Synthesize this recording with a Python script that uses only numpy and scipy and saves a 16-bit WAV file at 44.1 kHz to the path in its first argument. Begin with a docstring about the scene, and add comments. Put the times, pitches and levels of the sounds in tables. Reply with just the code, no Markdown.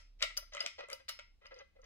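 """A cap knocks on a bicycle stem as fingers seat it with its steel bolt, close up in a small workshop.
The loose bolt pings in its hole, and the thread scrapes in tiny slips as it seeks the nut.
The stem and handlebar ring along with each knock, and the cap drops home with a small thud.
The room answers briefly, and a faint low throb lies underneath."""
import sys
import numpy as np
from scipy import signal
from scipy.fft import rfft, irfft, next_fast_len
from scipy.io import wavfile

SR = 44100
rng = np.random.default_rng(int(sys.argv[2]) if len(sys.argv) > 2 else 0)


def wav_record(signal):
    """Record a signal, one row per channel, as 16-bit PCM in the file named by sys.argv[1]."""
    frames = np.transpose(np.atleast_2d(signal))
    bounded = np.clip(frames, -1, 1)
    # unit amplitude maps onto the largest positive 16-bit level
    quanta = np.round(bounded * 32767).astype(np.int16)
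    wavfile.write(sys.argv[1], SR, quanta)


N = 81585
LEAD_IN = SR // 4  # samples of pre-roll, so a knock can already be ringing at the start
RING = np.arange(SR // 2) / SR  # time axis of one ring-out [s]


def amp(db):
    """Decibels to linear gain."""
    return 10 ** (np.asarray(db) / 20)


def read(points, hz):
    """Joins (frequency [Hz], value) points on a log-frequency axis."""
    f, value = np.transpose(points)
    return np.interp(np.log(hz + 1), np.log(f + 1), value)


def add(mix, s, sound):
    """Lays a sound into a pre-rolled mix at s seconds."""
    part = mix[..., max(round(s * SR) + LEAD_IN, 0):][..., :sound.shape[-1]]
    part += sound[..., :part.shape[-1]]


def colour(x, *curves):
    """Minimum-phase EQ from summed (frequency [Hz], gain [dB]) curves."""
    size = 4096
    hz = abs(np.fft.fftfreq(size, 1 / SR))
    log_gain = np.log(amp(sum(read(c, hz) for c in curves)))
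    response = np.exp(np.conj(signal.hilbert(log_gain)))
    taps = np.fft.ifft(response).real[:size // 2]
    return signal.fftconvolve(np.atleast_2d(x), taps[None], axes=1)[:, :x.shape[-1]]


def low_cut(x, hz):
    """Takes away the bass below hz."""
    return signal.sosfilt(signal.butter(4, hz, "high", fs=SR, output="sos"), x)


def fade(t60):
    """Falls by 60 dB in t60 seconds."""
    return np.exp(-np.log(1000) * RING / t60)


def mode(hz, t60, contact_s=.00012):
    """A decaying sine that builds up over the time of contact."""
    return np.sin(2 * np.pi * hz * RING) * fade(t60) * (1 - np.exp(-RING / contact_s))


def unit(x):
    """Scales to unit energy per channel."""
    return x / np.sqrt((x ** 2).sum(-1, keepdims=True) + 1e-20)


def room_tone():
    """Still workshop air: dark noise, centred in the bass and wider above."""
    # spectrum of the air (frequency [Hz], relative level [dB])
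    spectrum = [(20, 2.5), (45, 2), (70, 8.5), (110, -12.5), (200, -13), (500, -21), (1500, -29),
                (4000, -28), (8000, -39), (16000, -45)]
    noise = rng.standard_normal((3, N + LEAD_IN))
    centre = colour(noise[:1], spectrum, [(90, -4.5), (300, -13.5)])
    sides = colour(noise[1:], spectrum, [(70, -7), (200, -1)])
    return amp(-73) * np.sqrt(N) * unit((centre + sides)[:, LEAD_IN:])


def low_throb(hz=33.3, waver=.031):
    """A faint sub-bass tone that swells, sinks and wavers in pitch, a little to the right."""
    # swells of the throb (time [s], level [dB])
    swells = [(0, -61), (.2, -58), (.53, -61.5), (.66, -94), (1.05, -83.5), (1.2, -69.5), (1.33, -62.5),
              (1.43, -85.5), (1.5, -65.5), (1.68, -82), (1.78, -66.5), (1.85, -63)]
    t = np.arange(N) / SR
    drift = np.interp(t, np.linspace(0, t[-1], 24), rng.standard_normal(24))
    phase = 2 * np.pi * np.cumsum(hz * (1 + waver * drift)) / SR
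    envelope = np.sqrt(2) * amp(np.interp(t, *np.transpose(swells)))
    return envelope * np.sin(phase) * amp([[-.9], [.9]])


def workshop_reverb(x, early_db=-8.5, tail_db=-10.5, rise_s=.007):
    """Quick reflections from the hand and bicycle, then the short tail of the workshop."""
    # decay of the room (frequency [Hz], t60 [s])
    decay = [(200, .25), (800, .26), (2200, .34), (5500, .33), (10000, .25), (13000, .19), (16000, .14)]
    # colour of the reflections (frequency [Hz], gain [dB])
    room_eq = [(150, -20.5), (550, -9), (1200, -2), (2500, 0.5), (5000, -2), (8000, -4.5), (14000, 1.5)]
    early, tail = rng.standard_normal((2, 2, len(RING)))
    hz, t, bands = signal.stft(tail, SR, nperseg=256)
    bands *= np.exp(-np.log(1000) * t / read(decay, hz)[:, None])
    tail = signal.istft(bands, SR, nperseg=256)[1][:, :len(RING)]
    rise = 1 - np.exp(-(RING / rise_s) ** 2)
    response = amp(tail_db) * unit(tail * rise) + amp(early_db) * unit(early * rise * fade(t60=.08))
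    return signal.fftconvolve(x, colour(response, room_eq), axes=1)[:, :x.shape[-1]]


def stereo_pair(x, lean):
    """Two close microphones: the left hears the sound first, and with lean their levels differ too."""
    # balance (frequency [Hz], left over right [dB])
    balance = [(300, -1), (580, 1), (1300, 0), (2300, 2), (5000, 5), (8000, -0.5), (14000, 0)]
    # phase between the sides (frequency [Hz], left lead [rad])
    lead = [(100, 0.86), (560, 2.08), (1300, 1.7), (2200, 1.49), (5000, 2.87), (8000, 5.33), (14000, 2.3)]
    size = next_fast_len(x.shape[-1] + LEAD_IN)
    hz = np.fft.rfftfreq(size, 1 / SR)
    side = np.array([[.5], [-.5]])
    response = amp(side * read(balance, hz) * lean) * np.exp(1j * side * read(lead, hz))
    return irfft(rfft(x, size) * response, size)[:, :x.shape[-1]]


def slip_train(length, slips_per_s=800, spread_db=3, edge_s=.009):
    """Metal sticks and slips: unevenly spaced clicks of uneven size, faded in and out."""
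    gap, size, sign = rng.random((3, 128))
    at = (np.cumsum(.2 + 1.6 * gap) - gap[0]) / slips_per_s
    envelope = np.clip(np.minimum(at, length - at) / edge_s, 0, 1)
    force = np.sign(sign - .5) * amp(-spread_db * np.log(size + .03))
    slips = np.zeros(len(RING))
    slips[(at * SR).astype(int) % len(RING)] = envelope * force
    return slips


def thread_scrapes(grit_db=-7):
    """Slips of thread and cap rim rasp on the finger-damped bolt and wake the hollow of the stem."""
    # scrapes (time [s], length [s], rasp [dB], treble tilt [dB/octave], hollow [dB], hollow pitch [Hz])
    scrapes = [(0.19, 0.031, -60.5, 8, -73, 648), (0.227, 0.023, -52, 12, -49.5, 636),
               (0.296, 0.025, -55, 0.5, -69, 614), (0.37, 0.023, -55, -19, -59.5, 608),
               (0.415, 0.0255, -63.5, -3, -66, 582), (0.518, 0.048, -53.5, 4, -55, 604),
               (0.568, 0.018, -45, -0.5, -59, 565), (0.592, 0.0314, -45.5, 3, -53, 615),
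               (0.632, 0.043, -54.5, 9, -51, 592), (0.779, 0.037, -50.5, 3, -49, 561),
               (0.822, 0.0282, -53, -2, -55, 520), (0.885, 0.043, -56.5, -2.5, -59, 541),
               (0.921, 0.011, -49, -5, -50.5, 529), (0.991, 0.025, -64, 1, -65.5, 542),
               (1.41, 0.045, -65.5, -3.5, -69, 532), (1.447, 0.018, -58.5, -2, -62.5, 585),
               (1.503, 0.035, -57.5, -4, -55, 529), (1.547, 0.046, -64.5, 3.5, -58.5, 506),
               (1.589, 0.035, -57, -3, -57.5, 547), (1.749, 0.029, -73.5, -0.5, -65.5, 540),
               (1.782, 0.019, -72, -14.5, -60.5, 515), (1.823, 0.032, -67.5, -3, -67.5, 542)]
    # modes rung by the scraping (frequency [Hz], relative level [dB], t60 [s])
    thread_modes = [(1291, -8.5, .04), (1352, -2.5, 0.087), (1685, 0, .02), (2024, 3.5, 0.043),
                    (2214, -2, 0.011), (2514, -7.5, 0.089), (3080, -16.5, 0.15), (3800, -12, 0.013),
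                    (4950, -16.5, .04)]
    # dry grit of each slip (frequency [Hz], gain [dB])
    grit_eq = [(100, -39.5), (250, -12.5), (380, -16), (800, -17), (1400, 12), (3000, 21), (6000, 7),
               (9000, -34.5), (16000, -41.5)]
    out = np.zeros((1, N + LEAD_IN))
    body = low_cut(sum(amp(db) * mode(hz, t60) for hz, db, t60 in thread_modes), hz=970)
    grit = colour(signal.unit_impulse(len(RING)), grit_eq)[0]
    one_slip = unit(body) + amp(grit_db) * unit(grit)
    for s, length, rasp_db, tilt, hollow_db, hollow_hz in scrapes:
        slips = slip_train(length)
        rasp = signal.fftconvolve(slips, one_slip)[:len(RING)]
        rasp = colour(rasp, [(1000, 0), (8000, 3 * tilt)])
        hollow = signal.fftconvolve(slips, mode(hollow_hz, t60=.075))[:len(RING)]
        hollow = low_cut(hollow, hz=420)
        add(out, s, np.sqrt(length * SR) * (amp(rasp_db) * unit(rasp) + amp(hollow_db) * unit(hollow)))
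    return out


def bolt_pings():
    """The loose bolt rings freely in the cap; where it is struck decides which modes speak."""
    # pings (time [s], then strength [dB] at each of bands_hz)
    pings = [(.2255, -36, -32, -42, -56, -54), (.3737, -43, -29, -29, -52, -42),
             (.536, -54, -50, -43, -70, -72), (.6053, -38, -28, -46, -56, -70),
             (.930, -50, -37, -50, -57, -50), (1.091, -44, -42, -47, -62, -60),
             (1.466, -60, -53, -59, -85, -75), (1.542, -66, -54, -66, -85, -76),
             (1.589, -62, -57, -52, -85, -82), (1.817, -76, -74, -63, -95, -90),
             (1.842, -70, -64, -60, -90, -88)]
    # bands of a ping's strength (frequency [Hz])
    bands_hz = (2943, 4940, 6020, 10100, 12915)
    # bolt modes (frequency [Hz])
    modes_hz = (2943, 4940, 5250, 6020, 9960, 10270, 12915, 13350)
    # ring of each mode (gain [dB], t60 [s], left over right [dB])
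    modes = [(-1, .11, 2), (1, .055, 7), (-18, .25, 3), (0, .03, 6), (1, .12, 2), (0, .11, 2), (0, .03, 4),
             (-6, .02, 3)]
    out = np.zeros((2, N + LEAD_IN))
    for s, *levels in pings:
        strength = list(zip(bands_hz, levels))
        for hz, (db, t60, lean) in zip(modes_hz, modes):
            pan = amp([[lean / 2], [-lean / 2]])
            add(out, s, pan * amp(db + read(strength, hz)) * mode(hz, t60))
    return low_cut(out, hz=1230)


def stem_ring(strength):
    """Stem and handlebar ring on, each mode as hard as the knock drives its frequency."""
    # stem and handlebar modes (frequency [Hz])
    modes_hz = (590, 949, 1198, 1372, 1553, 1957, 2126, 2174, 2310, 2505, 2700, 2943, 3300, 5250)
    # ring of each mode (gain [dB], t60 [s])
    modes = [(-37, .12), (-45, .16), (-41, .14), (-37, .13), (-48, .08), (-42, .2), (-40, .21), (-45, .2),
             (-46, .18), (-45, .19), (-46, .18), (-46, .17), (-46, .22), (-44, .36)]
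    ring = sum(rng.choice([-1, 1]) * amp(db + read(strength, hz)) * mode(hz, t60)
               for hz, (db, t60) in zip(modes_hz, modes))
    return low_cut(ring, hz=420)


def seat_thud():
    """The cap drops into its seat: one dull impulse."""
    # colour of the thud (frequency [Hz], gain [dB])
    thud_eq = [(40, -13), (120, -7.5), (300, -3.5), (800, -16), (1300, -28), (4000, -70)]
    return colour(signal.unit_impulse(len(RING)), thud_eq)


def cap_contact(t60, clatter_db=9.5, correlation=.58, rise_share=.022):
    """A sharp click, then a burst of clatter that is partly alike in left and right."""
    noise = rng.standard_normal((3, len(RING)))
    stereo_noise = np.sqrt(correlation) * noise[0] + np.sqrt(1 - correlation) * noise[1:]
    envelope = fade(t60) * (1 - np.exp(-RING / (rise_share * t60)))
    clatter_gain = amp(clatter_db) * t60 / .01  # clatter_db holds at a 10 ms decay; longer is louder
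    return unit(signal.unit_impulse(len(RING)) + clatter_gain * unit(stereo_noise * envelope))


def cap_knocks(contact_db=-1.5, stem_db=-6, seat_s=.6626, seat_db=-13):
    """The cap knocks about on the stem, setting it ringing, and thuds once into its seat."""
    # knocks (time [s], clatter t60 [s], then strength [dB] at each of bands_hz)
    knocks = [(-0.06, 0.028, -6, -10.5, -4, -14.5, -29), (0.207, 0.015, -25, -13, -23.5, -38, -51),
              (0.217, 0.035, -5.5, -5.5, -15, -32, -38), (0.2244, 0.01, -14, 4.5, -1, 0.5, -36),
              (0.2266, 0.012, -3.5, 5, 4.5, -3, -30.5), (0.2325, 0.023, -2, -16, -5.5, -22, -46),
              (0.2424, 0.022, -11, -20, -9, -33, -32), (0.368, 0.022, -19.5, -19.5, -6, -28.5, -27),
              (0.3728, 0.032, -16.5, -12.5, -12.5, -20, -12.5), (0.5492, 0.0084, -7.5, -13, -16, -17, -49),
              (0.569, 0.01, -17, -4, -16.5, -28, -53), (0.594, 0.012, -23.5, -16, -23, -32, -55),
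              (0.6064, 0.0092, -16, -8, -9.5, -17.5, -40.5), (0.6265, 0.013, -11, -12.5, -25, -27, -40),
              (0.6622, 0.011, -16, -3.5, -1.5, -11, -33), (0.809, 0.011, -5.5, -17, -25, -38.5, -64),
              (0.8865, 0.0073, -14.5, -35, -37, -24.5, -51), (0.901, 0.01, -54, -12, -26, -16.5, -38),
              (0.9153, 0.0073, -15, -20, -34, -22, -45), (0.92, 0.024, -14, -17.5, -21, -43, -51),
              (0.93, 0.014, -3.5, -21, -12.5, -20.5, -25.5), (1.0818, 0.025, -24, -16, -19.5, -42, -41.5),
              (1.0868, 0.023, -29, -18.5, -2.5, -20, -36), (1.091, 0.04, -9, -5.5, -3, -16, -20.5),
              (1.1901, 0.014, -18, -14.5, -21, -32, -68), (1.1948, 0.013, -27.5, -16.5, -20, -29.5, -65),
              (1.4575, 0.013, -19, -17, -31, -48.5, -56.5), (1.8465, 0.018, -25.5, -35.5, -41, -61, -62)]
    # bands of a knock's strength (frequency [Hz])
    bands_hz = (580, 2200, 4800, 7600, 12500)
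    # colour shared by all contacts (frequency [Hz], gain [dB])
    knock_eq = [(60, -49.5), (200, -27), (330, -21.5), (450, -9), (580, 10.5), (800, -23), (1300, 6.5),
                (1650, -4), (2150, 0.5), (3000, 0), (4500, -1.5), (7500, 0), (9500, 2), (13000, 5.5),
                (16000, -6.5)]
    out = np.zeros((2, N + LEAD_IN))
    for s, t60, *levels in knocks:
        strength = list(zip(bands_hz, levels))
        add(out, s, amp(contact_db) * colour(cap_contact(t60), strength, knock_eq))
        add(out, s, amp(stem_db) * stem_ring(strength))
    add(out, seat_s, amp(seat_db) * seat_thud())
    return out


def scene():
    """Close handwork and its reverb over a bed of throb and room tone."""
    handwork = stereo_pair(cap_knocks() + thread_scrapes(), lean=True)
    bolt = stereo_pair(bolt_pings(), lean=False)
    reverb = workshop_reverb(handwork + amp(-6.5) * bolt)  # the bolt sends less into the room
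    return (handwork + bolt + reverb)[:, LEAD_IN:] + low_throb() + room_tone()


def record(dry):
    """A steep high cut takes off the very top of the treble."""
    high_cut = signal.firwin(511, cutoff=16400, window=("kaiser", 9), fs=SR)
    return signal.oaconvolve(dry, high_cut[None], "same")


dry = scene()
out = record(dry)
wav_record(out)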